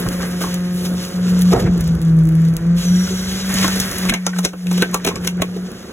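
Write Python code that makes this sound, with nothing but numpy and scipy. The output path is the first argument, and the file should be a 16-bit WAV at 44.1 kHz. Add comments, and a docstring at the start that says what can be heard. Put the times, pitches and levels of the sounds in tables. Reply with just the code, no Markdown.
"""A refuse truck's hydraulic blade sweeps down over bags and a moulded plastic seat, heard close by.
From the start the pump hums over the engine; the load thumps, cracks and scrapes, film rustles and ticks.
At 1.5 s the heap slumps on the steel floor with hollow knocks, and the truck body shudders.
At 2.8 s dragged film squeals. From 3.5 s the seat's plastic gives way in a run of sharp cracks,
creaking just before the snap at 5.27 s; the hum fades near the end."""
import sys
import numpy as np
from scipy import signal
from scipy.fft import rfft, irfft, next_fast_len
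from scipy.io import wavfile
from scipy.ndimage import uniform_filter1d, minimum_filter1d

SR = 44100
rng = np.random.default_rng(int(sys.argv[2]) if len(sys.argv) > 2 else 0)


def store_pcm(level_fs):
    """Save levels as 16-bit WAV."""
    pcm = np.round(np.clip(level_fs, -1, 1) * 32767).astype(np.int16)
    wavfile.write(sys.argv[1], SR, np.atleast_2d(pcm).T)


N = 261072


def amp(db):
    return 10 ** (np.asarray(db, float) / 20)


def decay(t, t60_s):
    return amp(-60 * t / t60_s)


def rms_one(x):
    return x / np.sqrt(np.mean(x ** 2) + 1e-20)


def peak_one(x):
    return x / np.abs(x).max()


def add(track, start_s, sound):
    at = round(start_s * SR)
    track[at:at + len(sound)] += sound[:N - at]


def in_time(rows):
    """Columns of a curve table at every sample."""
    times_s, *columns = np.transpose(rows)
    return [np.interp(np.arange(N) / SR, times_s, column) for column in columns]


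def at_hz(points, hz):
    """A spectrum read on a log-frequency axis."""
    points_hz, points_db = np.transpose(points)
    return np.interp(np.log(hz + 1), np.log(points_hz), points_db)


def drift(rate_hz):
    """Slow random wander, rms 1."""
    step = 40
    pole = np.exp(-2 * np.pi * rate_hz * step / SR)
    slow = signal.lfilter([1], [1, -2 * pole, pole * pole], rng.standard_normal(N // step + 2002))[2000:]
    return np.interp(np.arange(N) / step, np.arange(len(slow)), rms_one(slow))


def colour(x, spectrum):
    """Give a flat sound a spectrum; rms 1."""
    gain = amp(at_hz(spectrum, np.fft.rfftfreq(N, 1 / SR)))
    return rms_one(irfft(rfft(x) * gain, N))


def resonance(x, hz, width_hz):
    """Band-pass, peak gain 1."""
    r = np.exp(-np.pi * width_hz / SR)
    poles = [1, -2 * r * np.cos(2 * np.pi * hz / SR), r * r]
    return signal.lfilter((1 - r * r) / 2 * np.array([1, 0, -1]), poles, x)


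def bands(x, modes, spread_db=0):
    """Resonances in parallel, signs alternating."""
    return sum((-1) ** k * amp(db + spread_db * rng.standard_normal()) * resonance(x, hz, width_hz)
               for k, (hz, width_hz, db) in enumerate(modes))


def grains(per_s, spread_db, smooth):
    """Random clicks of uneven size on a bed of smooth noise."""
    sizes = amp(spread_db * np.minimum(rng.exponential(1, N), 4)) * rng.standard_normal(N)
    clicks = sizes * (rng.random(N) < per_s / SR)
    return rms_one(clicks) + smooth * rng.standard_normal(N)


# Pump fundamental. Each row: time in seconds, piston rate in Hz, level in dB.
PUMP_HUM = [(0.0, 178.9, -22), (0.46, 178.4, -23), (0.61, 178.4, -19), (0.94, 179.7, -20),
            (1.1, 180.1, -29.5), (1.19, 180.2, -17.5), (1.53, 179.7, -8), (1.72, 179.3, -11.5),
            (1.82, 164.9, -18.5), (1.93, 166.6, -11.5), (2.18, 161.6, -9), (2.32, 161.3, -12),
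            (2.48, 164.4, -10), (2.56, 163.5, -16.5), (2.67, 169.6, -10), (2.93, 179.1, -8),
            (3.08, 185.5, -14.5), (3.2, 184.5, -21.5), (3.37, 190, -23.5), (3.71, 188.4, -15),
            (3.85, 188.6, -19), (4.09, 183.3, -12.5), (4.2, 182.4, -16), (4.44, 179.5, -18.5),
            (4.55, 181.4, -25.5), (4.68, 178.8, -17), (4.81, 180, -15.5), (5.24, 177.3, -17.5),
            (5.42, 179, -23.5), (5.66, 183.3, -25.5), (5.72, 185.8, -34), (5.92, 185.8, -45)]
# Brief cancellations of the hum. Each row: centre in seconds, depth in dB, half width in seconds.
HUM_DIPS = [(1.116, -46, 0.014), (1.579, -32, 0.029), (1.662, -7, 0.012), (1.986, -30, 0.058),
            (2.589, -40, 0.05), (2.828, -19, 0.075), (3.08, -25, 0.03), (3.934, -59, 0.17),
            (5.163, -27, 0.097), (5.7, -8, 0.013)]
# Pump overtones. Each row: time in seconds, second harmonic in dB, whine in dB.
PUMP_OVERTONES = [(0, -44, -36.5), (.45, -37.5, -36), (.6, -38, -36), (.8, -37, -38.5), (1.0, -44, -37.5),
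                  (1.2, -47.5, -38), (1.5, -43, -47), (1.9, -48, -46), (2.0, -38, -45), (2.08, -39, -42),
                  (2.13, -40, -45), (2.3, -28.5, -42), (2.45, -39, -44), (2.65, -36, -39.5),
                  (2.8, -52, -39), (3.0, -39, -44.5), (3.07, -45, -38.5), (3.15, -38, -43),
                  (3.4, -47, -43.5), (4.1, -39.5, -41.5), (4.3, -87, -78), (4.75, -35, -69),
                  (5.92, -49.5, -57)]
# Whine partials. Each row: multiple of the piston rate, level in dB re the whine.
WHINE_ORDERS = [(3, -4), (4, -11.5), (5, -18.5), (6, -15.5), (7, -12.5), (8, -19), (9, -14), (10, -18.5),
                (11, -21.5), (13, -25)]


def pump():
    """Piston pulses heard as a near sine with weak overtones."""
    piston_hz, hum_db = in_time(PUMP_HUM)
    second_db, whine_db = in_time(PUMP_OVERTONES)
    hum_gain = amp(hum_db + 1.02 * drift(9.4))
    for centre_s, depth_db, half_width_s in HUM_DIPS:
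        away = ((np.arange(N) / SR - centre_s) / half_width_s) ** 2
        hum_gain *= np.sqrt((amp(2 * depth_db) + away) / (1 + away))
    phase = 2 * np.pi * np.cumsum(piston_hz) / SR
    whine = sum(amp(db + 1.1 * drift(24)) * np.sin(order * phase) for order, db in WHINE_ORDERS)
    second = amp(second_db + 3 * drift(14)) * np.sin(2 * phase)
    return np.sqrt(2) * (hum_gain * np.sin(phase) + second + amp(whine_db) * whine)


# Engine and truck body. Each row: time in seconds, rumble in dB, roar in dB.
ENGINE_LEVELS = [(0.0, -39, -24), (0.13, -35, -29.5), (0.45, -35, -33), (0.7, -35.5, -41.5),
                 (0.87, -34, -31.5), (1.14, -34, -33.5), (1.35, -29, -28), (1.48, -28, -32),
                 (1.92, -22, -31.5), (2.07, -33, -37), (3.0, -31, -38), (3.4, -32, -36), (3.66, -31, -41),
                 (4.05, -35, -34), (4.2, -55, -48), (4.45, -51, -74), (4.8, -40, -29), (5.13, -36, -28.5),
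                 (5.3, -37, -37), (5.92, -47.5, -37)]
# Their spectra. Each row: frequency in Hz, relative density in dB.
RUMBLE_SPECTRUM = [(20, -36), (35, -4), (52, 2.5), (70, 11), (92, 9.5), (125, 8.5), (220, 5.5), (300, -60),
                   (1500, -68)]
ROAR_SPECTRUM = [(150, -4), (230, 4), (270, -1), (390, -1), (520, -3), (700, -16.5), (900, -17),
                 (1500, -11.5), (6000, -64)]


def engine():
    """Lumpy low noise through the body and a dull roar above the hum."""
    rumble_db, roar_db = in_time(ENGINE_LEVELS)
    rumble = amp(rumble_db + 2 * drift(28)) * colour(rng.standard_normal(N), RUMBLE_SPECTRUM)
    roar = amp(roar_db + 2.24 * drift(33)) * colour(rng.standard_normal(N), ROAR_SPECTRUM)
    return rumble + roar


# Load under the blade. Each row: time in seconds, scrape in dB, film rustle in dB, hiss in dB.
LOAD_LEVELS = [(0.0, -36.5, -33.5, -37), (0.35, -43, -41, -42.5), (0.7, -42.5, -40, -49.5),
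               (0.86, -54, -38.5, -41), (1.25, -47, -41, -50.5), (1.5, -47, -38, -43.5),
               (1.72, -70, -39.5, -51), (2.0, -48.5, -47, -53.5), (2.58, -42, -45.5, -50),
               (2.74, -46, -48, -59), (2.784, -42, -33.5, -36), (2.87, -48, -36.5, -40),
               (3.36, -39.5, -33.5, -37), (3.43, -42, -35.5, -41.5), (3.51, -28.5, -26, -32.5),
               (3.65, -27.5, -23, -29.5), (3.82, -29.5, -25.5, -31), (3.88, -30.5, -29, -32.5),
               (4.07, -32.5, -33.5, -35.5), (4.22, -38.5, -40.5, -45.5), (4.66, -48.5, -43.5, -46.5),
               (4.81, -38, -30.5, -41), (5.0, -33.5, -40.5, -48), (5.36, -61, -48, -60),
               (5.5, -50, -45, -51.5), (5.92, -48, -43.5, -51)]
# Bags shifting. Each row: peak time in seconds, scrape, film and hiss in dB, fade constant in seconds.
BAG_SHIFTS = [(0.005, -62, -55, -31, 0.0052), (0.13, -42, -38, -41, 0.014), (0.22, -36, -35, -46, 0.022),
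              (0.275, -36, -57, -40, 0.012), (0.315, -56, -58, -44, 0.0074),
              (0.424, -46, -26.5, -29.5, 0.026), (0.495, -43, -40, -45, 0.12), (0.745, -64, -48, -41, 0.11),
              (0.858, -49, -34, -37, 0.011), (1.03, -44, -45, -43, 0.1), (1.295, -41, -34.5, -38, 0.025),
              (1.425, -39, -37, -29, 0.0063), (1.534, -39, -26, -31, 0.026), (1.565, -29, -26, -50, 0.012),
              (1.602, -23, -24, -25, 0.014), (1.665, -24, -64, -74, 0.018), (1.805, -35, -52, -50, 0.025),
              (3.647, -24, -29, -39, 0.0057), (4.387, -45, -45, -42, 0.011), (4.716, -61, -52, -47, 0.024),
              (5.166, -50, -64, -61, 0.0049), (5.25, -33.5, -31.5, -35, .015),
              (5.395, -36, -70, -71, 0.029)]
# Spectra of the three layers. Each row: frequency in Hz, relative density in dB.
SCRAPE_SPECTRUM = [(500, -0.5), (900, -6.5), (1300, 0), (1800, 4), (2300, -1), (3000, -9.5), (4500, -16),
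                   (12000, -63)]
FILM_SPECTRUM = [(1800, -7.5), (3000, 1), (4200, 0.5), (5200, -0.5), (6200, -0.5), (7500, -5), (8500, -12),
                 (10000, -41), (13000, -33), (17000, -58)]
HISS_SPECTRUM = [(5000, -13.5), (8000, 1.5), (10000, 12), (12000, 9), (14000, 8), (16000, -1.5)]


def sliding_load(shift_rise_s=0.015):
    """Dense grains of sliding rubbish; one unevenness shakes scrape, film and hiss together."""
    t = np.arange(N) / SR
    gains = amp(in_time(LOAD_LEVELS))
    for peak_s, *peak_db, fade_s in BAG_SHIFTS:
        envelope = np.exp(-abs(t - peak_s) / np.where(t < peak_s, shift_rise_s, fade_s))
        gains += amp(peak_db)[:, None] * envelope
    scrape_gain, film_gain, hiss_gain = gains
    uneven = drift(9.2)
    crinkle = grains(per_s=3000, spread_db=2.9, smooth=1.57)
    grit = grains(per_s=1500, spread_db=2.23, smooth=0.73)
    scrape = scrape_gain * amp(uneven) * colour(grit, SCRAPE_SPECTRUM)
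    film = film_gain * amp(2.5 * uneven) * colour(crinkle, FILM_SPECTRUM)
    hiss = hiss_gain * amp(0.38 * uneven) * colour(crinkle, HISS_SPECTRUM)
    return scrape + film + hiss


def ring(push, modes, near_hz, spread_db):
    """A push rings every mode, favouring those near near_hz; each piece is slightly detuned. Peak 1."""
    out = 0
    for (hz, db, t60_s), (level_draw, tuning_draw) in zip(modes, rng.standard_normal((len(modes), 2))):
        r = decay(1 / SR, t60_s)
        angle = 2 * np.pi * hz * (1 + .02 * tuning_draw) / SR
        db += spread_db * level_draw - 11 * abs(np.log2(hz / near_hz))
        out = out + amp(db) * signal.lfilter([0, np.sin(angle)], [1, -2 * r * np.cos(angle), r * r], push)
    return peak_one(out)


# Plastic cracks and dull thumps in the load. Each row: start and length in seconds, snap peak in dB,
# tilt in dB per octave, fine treble, mid ring, low ring and floor thud in dB re the snap, pitch in Hz.
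CRACKS_AND_THUMPS = [(0.06, 0.0074, -31, -3, -10, 9, 13, 20.5, 1460),
                     (0.074, 0.0038, -34, 0.1, -6, -8, 3, 19.5, 1010),
                     (0.2, 0.0032, -35, -9, -4, 13, 0, -21, 1480),
                     (0.226, 0.0095, -25.5, -4, -10, 8.5, 1, -15, 1820),
                     (0.2377, .003, -26, -6, -13, -10, 0, -21, 1620),
                     (0.409, 0.0081, -26, 9, -5, 8, 8.5, -17, 1236),
                     (0.436, 0.0049, -23, 2, -15, 7, 5, -17, 1130),
                     (0.467, 0.0034, -34, 0, -13, 10, -1, -24, 1080),
                     (0.942, .003, -48, 3, -11, -2, 24, -4, 1000),
                     (1.527, 0.0062, -17.5, -4, -12, 5.5, -7, -12, 1420),
                     (1.538, 0.01, -26.5, -4, -15, 21.5, 21.5, 5, 744),
                     (1.66, 0.017, -20, -23, -23, -7, 9, -11, 1500),
                     (3.4934, 0.003, -20, 2, -2, 2, -11, -8, 1233),
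                     (3.5406, 0.0018, -6, 6, -15, -32, -19, -7.5, 1912),
                     (3.612, 0.0038, -15, -6, -4, -10, -13, -25, 2137),
                     (3.6435, 0.0063, -14, -6, 1, 3.5, 3.5, -22, 1090),
                     (3.679, 0.0018, -5, 3, -5.5, -8, -14, -12, 1350),
                     (3.758, 0.0031, -18, 18, -10, -15, 0, -7, 1502),
                     (3.7999, 0.0044, -7, 3, -4, -26, -12, -13, 2682),
                     (3.912, 0.0032, -18, 0.1, 5, -17, -24, -14, 1440),
                     (3.9832, 0.0044, -24.5, 7, 14, -18, -19, -19, 1830),
                     (4.051, 0.0024, -24, -7, -12, 4, -2, -15, 1163),
                     (4.0879, 0.0095, -12, -7, -13, -3, -27, -29, 2520),
                     (4.096, 0.0079, 7, -15, -6, -18, -26, -9.5, 2300),
                     (4.1215, 0.0018, -14.5, -2, -17, 11, 4, -28, 1685),
                     (4.138, 0.0022, 2, -4, -11, -5.5, -11.5, -37, 2140),
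                     (4.2657, 0.0022, 1, -0.5, -22, -7.5, -11.5, -39, 1119),
                     (4.332, 0.004, -32, -2, -8, 13, -8, -14, 1440),
                     (4.3622, .002, -20, -5, -16, -4, -21, -24, 1603),
                     (4.3855, .007, -11.5, 0.5, -7.5, -3.5, -9, -34, 1363),
                     (4.446, 0.0037, -25, -3, -13, -19, -6, -39, 1704),
                     (4.449, 0.0058, 6.5, 0, -24, -11.5, -9, -45, 1514),
                     (4.5328, 0.0034, -27, -4, -2, 8.5, 9.5, -30, 1360),
                     (4.6689, 0.0016, -16.5, -8, -9, -15, -12, -28, 2296),
                     (4.7117, 0.0021, -16.5, -1, -21, -3, -2, -34, 1238),
                     (4.728, .0015, -31, 4, 12, -20, -10, -15, 1303),
                     (4.778, 0.0025, -18, -14, 2, -8, -7, -20, 914),
                     (4.8222, 0.0047, 2, -6, -7.5, -1.5, -0.5, -34, 1590),
                     (4.9432, 0.0021, 6.5, 0, -13, -4, -12, -42, 1155),
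                     (5.0463, 0.0052, -1, -6, -6, -6.5, -5, -42, 2494),
                     (5.0642, 0.0026, -5.5, 2, -7, -7, -14, -33, 1458),
                     (5.0724, 0.0033, -3.5, -5, -7, -9, -2.5, -19, 1263),
                     (5.0854, .004, -7, -7, -15, -9, -11, -21, 1333),
                     (5.1086, 0.0034, -31, -2, -26, 12, 2, -17, 1059),
                     (5.1563, 0.0048, -14.5, -5, -13, -10.5, -25, -6, 1110),
                     (5.2723, 0.0038, -2, 4, -13, -9.5, -27, -45, 2777),
                     (5.396, 0.0037, -37.5, -5, -18, -4, 21, 21, 1467),
                     (5.4181, 0.0042, -5.5, -11.5, -5.5, -9.5, -4.5, -22, 1082),
                     (5.5643, 0.0059, -30, -6, -8, -25, 6.5, -18, 929)]
# Snap and its fine treble. Each row: centre in Hz, width in Hz, relative gain in dB.
SNAP_BANDS = [(2280, 890, -3.5), (4120, 560, 4), (5160, 3750, 6), (6140, 3140, 8), (7280, 1830, -2.5),
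              (8130, 3150, -6.5)]
FINE_BANDS = [(7550, 2000, -23), (10700, 7300, 41), (13600, 2700, -24)]
# Modes of the shell and hopper floor. Each row: frequency in Hz, relative gain in dB, t60 in seconds.
SHELL_MID_MODES = [(930, -3, .03), (1100, -1, .035), (1320, -2, .025), (1550, 0, .03), (1850, -3, .02),
                   (2200, -3, .018), (2450, -3, .018), (2750, -2, .018)]
SHELL_LOW_MODES = [(325, 8.5, 0.078), (405, 11, 0.027), (448, 8.5, 0.034), (510, 11, 0.016),
                   (659, 4.5, 0.057), (760, -14, 0.019)]
FLOOR_MODES = [(60, -23, 0.039), (106, 18.5, 0.012), (214.5, 5.5, 0.13)]


def cracks_and_thumps(build_db=-18.5, build_s=0.0088, push_rise_s=0.0012, piece_db=-2, piece_cycles=24):
    """A soft creak, a bright snap, then plastic and floor ring; where the lows lead it is a dull thump."""
    out = np.zeros(N)
    t = np.arange(6000) / SR - .02  # onset at t = 0
    since_s = np.maximum(t, 0)
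    build = np.where(t < 0, amp(build_db) * np.exp(np.minimum(t, 0) / build_s), 1)
    bite = 1 + (t >= 0) * amp(-29) * decay(since_s, 0.0045)  # the first instant is hardest
    swell = build * np.where(t < 0, 1, 1 - (1 - amp(build_db)) * np.exp(-since_s / push_rise_s))
    for start_s, length_s, *levels_db, piece_hz in CRACKS_AND_THUMPS:
        snap_db, tilt_db, fine_db, mid_db, low_db, thud_db = levels_db
        after_s = np.maximum(t - length_s, 0)
        tail = decay(after_s, 0.14)
        snap_noise, mid_noise, low_noise, thud_noise, size_noise = rng.standard_normal((5, len(t)))
        fragment_sizes = amp(17.5 * uniform_filter1d(size_noise, size=25))
        snap_envelope = build * bite * (decay(after_s, 0.017) + amp(-10) * tail)
        splinters = snap_noise * fragment_sizes * snap_envelope
        push = swell * (decay(after_s, 0.026) + amp(-5.5) * tail)  # drives the lows longer than the snap
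        tilted = [(hz, width_hz, db + tilt_db * np.log2(hz / 4500)) for hz, width_hz, db in SNAP_BANDS]
        piece_mode = (piece_hz, piece_db, piece_cycles / piece_hz)
        snap = peak_one(bands(splinters, tilted, spread_db=1.5))
        fine = amp(fine_db) * peak_one(bands(splinters, FINE_BANDS))
        mid = amp(mid_db) * ring(mid_noise * push, SHELL_MID_MODES + [piece_mode], piece_hz, spread_db=3.5)
        low = amp(low_db) * ring(low_noise * push, SHELL_LOW_MODES, near_hz=480, spread_db=3)
        thud = amp(thud_db) * ring(thud_noise * push, FLOOR_MODES, near_hz=103, spread_db=-4)
        add(out, start_s + t[0], amp(snap_db) * (snap + fine + mid + low + thud))
    return out


def treble(x):
    return signal.sosfilt(signal.butter(1, [3000, 13000], "band", fs=SR, output="sos"), x)


# Stretched bag film. Each row: start in seconds, peak in dB.
FILM_TICKS = [(0.0877, -9.5), (0.5427, -9), (1.284, -30), (1.3922, -11.5), (1.413, -18), (1.4196, -9),
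              (1.7365, -26), (1.778, -19), (1.8075, -16), (1.8095, -16), (1.813, -19), (1.842, -22.5),
              (1.8772, -17), (1.894, -30), (1.9205, -29), (1.952, -22.5), (2.0165, -19), (2.025, -24),
              (2.031, -30), (2.0514, -24), (2.071, -39), (2.083, -28.5), (2.1686, -30), (2.189, -20.5),
              (2.237, -26), (2.254, -22), (2.272, -25), (2.2897, -20), (2.322, -26), (2.353, -21),
              (2.418, -24), (2.443, -34), (2.451, -22.5), (2.486, -22), (2.5378, -25.5), (2.567, -9.5),
              (2.667, -30), (3.328, -15.5), (4.914, -15), (5.372, -30), (5.717, -24), (5.8272, -32),
              (5.875, -34)]


def film_ticks():
    """One sharp click and a very short burst each; thin film radiates only treble."""
    out, t = np.zeros(N), np.arange(1500) / SR
    click = 2.0 * (t == 0)
    envelope = decay(t, 0.007) + amp(-16.5) * decay(t, 0.058)
    for start_s, peak_db in FILM_TICKS:
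        burst = (click + rng.standard_normal(len(t))) * envelope
        add(out, start_s, amp(peak_db) * peak_one(treble(burst)))
    return out


# Heap slumping on the steel floor. Each row: time in seconds, boom in dB, crunch in dB.
SLUMP_LEVELS = [(1.49, -65, -47), (1.53, -27, -12), (1.542, -15, -4.5), (1.58, -4, -6.5), (1.62, -16, -16),
                (1.65, -13.5, -21), (1.7, -16.5, -31), (1.76, -52, -30), (1.85, -60, -42.5)]
# Broad floor resonances. Each row: centre in Hz, width in Hz, relative gain in dB.
BOOM_BANDS = [(55, 19, 1.5), (83, 31, 4), (138, 108, -1.5), (177, 63, -1.5)]
CRUNCH_BANDS = [(267, 28, -4), (290, 110, -9.5), (377, 39.6, -2.5), (472, 54, -5.5), (710, 112, -13.5),
                (1223, 230, -21.5), (1800, 400, -30.5)]


def slump(shudder_peak_s=1.7, rise_db_per_s=92, fall_db_per_s=11):
    """Coarse grains drive the hopper floor in a heavy crunch, then the body shudders."""
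    boom_db, crunch_db = in_time(SLUMP_LEVELS)
    lumps = grains(per_s=500, spread_db=3, smooth=1.5)
    late_s = np.arange(N) / SR - shudder_peak_s
    shudder_db = -25 + np.minimum(rise_db_per_s * late_s, -fall_db_per_s * late_s)
    shudder = amp(shudder_db) * rms_one(resonance(rng.standard_normal(N), hz=53, width_hz=5.5))
    boom = amp(boom_db) * rms_one(bands(lumps, BOOM_BANDS))
    crunch = amp(crunch_db) * rms_one(bands(lumps, CRUNCH_BANDS))
    return boom + crunch + shudder


# Knocks of shell and heap. Each row: start in seconds, pitch in Hz, peak in dB, t60 in seconds.
HOLLOW_KNOCKS = [(1.528, 383, -7, .06), (1.541, 431, -2, 0.065), (1.5405, 764, -6, .03),
                 (1.562, 730, -12, .05), (1.577, 594, -15, .04), (1.552, 140, -9.5, 0.087),
                 (1.556, 328, -14, .06), (1.576, 410, -10, 0.08), (1.581, 105, -11, 0.1),
                 (1.591, 378, -10.5, .08), (1.6, 207, -10, 0.089), (1.614, 426, -17, 0.087),
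                 (1.633, 334, -13, 0.16), (1.642, 137, -3.5, 0.058), (1.65, 520, -17, .06),
                 (1.665, 319, -13, 0.11), (1.672, 167, -17, .08), (1.691, 208, -8, .06),
                 (1.726, 390, -28, 0.084), (1.765, 338, -19.5, 0.11), (3.104, 379, -22.5, 0.22),
                 (3.648, 1100, -17, .04), (4.268, 1155, -19, 0.037), (4.332, 1890, -21, .015),
                 (4.826, 1547, -6.5, 0.1), (4.947, 1158, -11, 0.11), (5.047, 428.6, -17, 0.0507),
                 (5.068, 308, -7.5, 0.033), (5.074, 402, -15, 0.05), (5.086, 395, -13, 0.073),
                 (5.163, 1113, -30, .09), (5.423, 1100, -18, 0.063), (5.419, 636, -13, 0.034),
                 (5.561, 402, -19.5, .05)]


def hollow_knocks(rise_cycles=1.3):
    """A soft blow rings one hollow resonance and a close, rough neighbour."""
    out, t = np.zeros(N), np.arange(9000) / SR
    for start_s, hz, peak_db, t60_s in HOLLOW_KNOCKS:
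        phase = 2 * np.pi * hz * t
        tone = np.sin(phase) + .4 * np.sin(1.17 * phase + rng.uniform(0, 2 * np.pi))
        envelope = (1 - np.exp(-t * hz / rise_cycles)) * decay(t, t60_s)
        add(out, start_s, amp(peak_db) * peak_one(tone * envelope))
    return out


# Film dragged on steel. Each row: time in seconds, level of the rings in dB.
DRAG_LEVELS = [(2.74, -97), (2.8, -42.5), (3.1, -40), (3.45, -40.5), (3.7, -66), (3.8, -95)]
# Its rings. Each row: centre in Hz, width in Hz, relative level in dB.
DRAG_BANDS = [(1540, 240, -1), (2020, 90, -7), (3310, 130, -2), (3930, 110, -2), (4450, 200, -4),
              (5700, 200, -3), (6300, 150, -3), (7010, 200, -8)]
# Its whistle. Each row: time in seconds, pitch in Hz, level in dB.
DRAG_WHISTLE = [(2.8, 6350, -70), (2.85, 6250, -39), (2.87, 6050, -34), (2.9, 5850, -36), (2.95, 5670, -36),
                (3.03, 5660, -34), (3.08, 5670, -43), (3.13, 5690, -40), (3.24, 5720, -41),
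                (3.3, 5720, -50), (3.45, 5800, -70)]


def film_squeal():
    """Broad rings of dragged film and one rough whistle that falls in pitch."""
    noise = rng.standard_normal(N)
    rings = sum(amp(db + 3 * drift(19)) * rms_one(resonance(noise, hz, width_hz))
                for hz, width_hz, db in DRAG_BANDS)
    rings_db, = in_time(DRAG_LEVELS)
    whistle_hz, whistle_db = in_time(DRAG_WHISTLE)
    whistle = (1.2 + drift(60)) * np.sin(2 * np.pi * np.cumsum(whistle_hz) / SR)
    return amp(rings_db) * rings + amp(whistle_db) * rms_one(whistle)


# Plastic slipping before it snaps. Each row: time in seconds, slips per second, level in dB.
CREAK_SLIPS = [(5.21, 200, -62), (5.24, 220, -52), (5.268, 240, -49), (5.272, 240, -80)]


def shell_creak():
    """Quickening stick-slip; each slip is a bright, dying puff of noise."""
    slips_per_s, level_db = in_time([(5.15, 200, -120)] + CREAK_SLIPS + [(5.3, 240, -120)])
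    slips = np.diff(np.floor(np.cumsum(slips_per_s) / SR), prepend=0)
    puffs = signal.lfilter([1], [1, -.97], slips) * rng.standard_normal(N)
    return amp(level_db) * rms_one(treble(puffs))


def hopper_echoes(x, t60_s=0.099):
    """Short diffuse echoes off the hopper walls."""
    echoes = rng.standard_normal(2048) * decay(np.arange(2048) / SR, t60_s)
    return signal.fftconvolve(x, echoes / np.sqrt(np.sum(echoes ** 2)))[:N]


# Phase between the ports. Each row: frequency in Hz, lead of the left in radians.
PORT_LEAD = [(0, 0), (100, 0), (180, -.2), (350, -.5), (900, -.4), (1450, 0), (2000, .7), (3600, 1.9),
             (4750, 3.14), (15200, 18.85), (22050, 29.1)]
# Port balance. Each row: frequency in Hz, left minus right in dB.
PORT_BALANCE = [(120, 0), (190, .7), (240, -.5), (320, -1.5), (700, -3.2), (1200, -1), (2000, 0)]
# Diffuse share. Each row: frequency in Hz, diffuse minus direct gain in dB.
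DIFFUSE_RATIO = [(30, -31), (150, -30), (300, -16), (700, -10), (1300, -10.5), (2000, -5), (2600, -1),
                 (3200, -4), (3900, -10), (4600, -15), (17000, -13)]


def microphone_ports(direct, diffuse):
    """Two ports share the direct sound with a phase lead; diffuse sound has opposite sign in each."""
    size = next_fast_len(N + 2048)
    hz = np.fft.rfftfreq(size, 1 / SR)
    lead_rad = np.interp(hz, *np.transpose(PORT_LEAD))
    to_left = np.exp(.5j * lead_rad) * amp(at_hz(PORT_BALANCE, hz) / 2)
    ratio = amp(at_hz(DIFFUSE_RATIO, hz))
    total = np.sqrt(1 + ratio ** 2)
    shared = rfft(direct, size) / total
    opposed = rfft(diffuse, size) * ratio / total
    return irfft(np.array([shared * to_left + opposed, shared / to_left - opposed]), size)[:, :N]


def gain_control(x, limit_db=-2.5, share=0.9, attack_samples=70, hold_samples=2000, recover_db_per_s=55):
    """Peaks over the limit pull the gain down; it holds, then climbs back at a steady rate."""
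    peak_db = 20 * np.log10(np.abs(x).max(axis=0) + 1e-9)
    wanted_cut_db = share * np.maximum(peak_db - limit_db, 0)
    held_db = -minimum_filter1d(-wanted_cut_db, hold_samples + 1, origin=hold_samples // 2)
    climb_db = recover_db_per_s * np.arange(N) / SR
    cut_db = np.maximum.accumulate(held_db + climb_db) - climb_db
    return x * amp(-uniform_filter1d(cut_db, attack_samples + 1, origin=attack_samples // 10))


def scene():
    """Pump and impacts echo in the hopper; engine, load and squeal are drawn anew for the diffuse part."""
    echoing = pump() + cracks_and_thumps() + hollow_knocks() + film_ticks() + shell_creak() + slump()
    direct = echoing + engine() + sliding_load() + film_squeal()
    diffuse = hopper_echoes(echoing) + engine() + sliding_load() + film_squeal()
    return microphone_ports(direct, diffuse)


def record(dry):
    """Gain control, then peaks are rounded and the deepest bass and the top are cut."""
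    ceiling, low_cut_hz, high_cut_hz = .82, 38, 17000
    drive = gain_control(dry) / ceiling
    rounded = ceiling * drive / (1 + drive ** 4) ** .25
    bass_cut = signal.sosfilt(signal.butter(2, low_cut_hz, "high", fs=SR, output="sos"), rounded)
    return signal.sosfilt(signal.cheby2(12, 60, high_cut_hz, fs=SR, output="sos"), bass_cut)


dry = scene()
out = record(dry)
store_pcm(out)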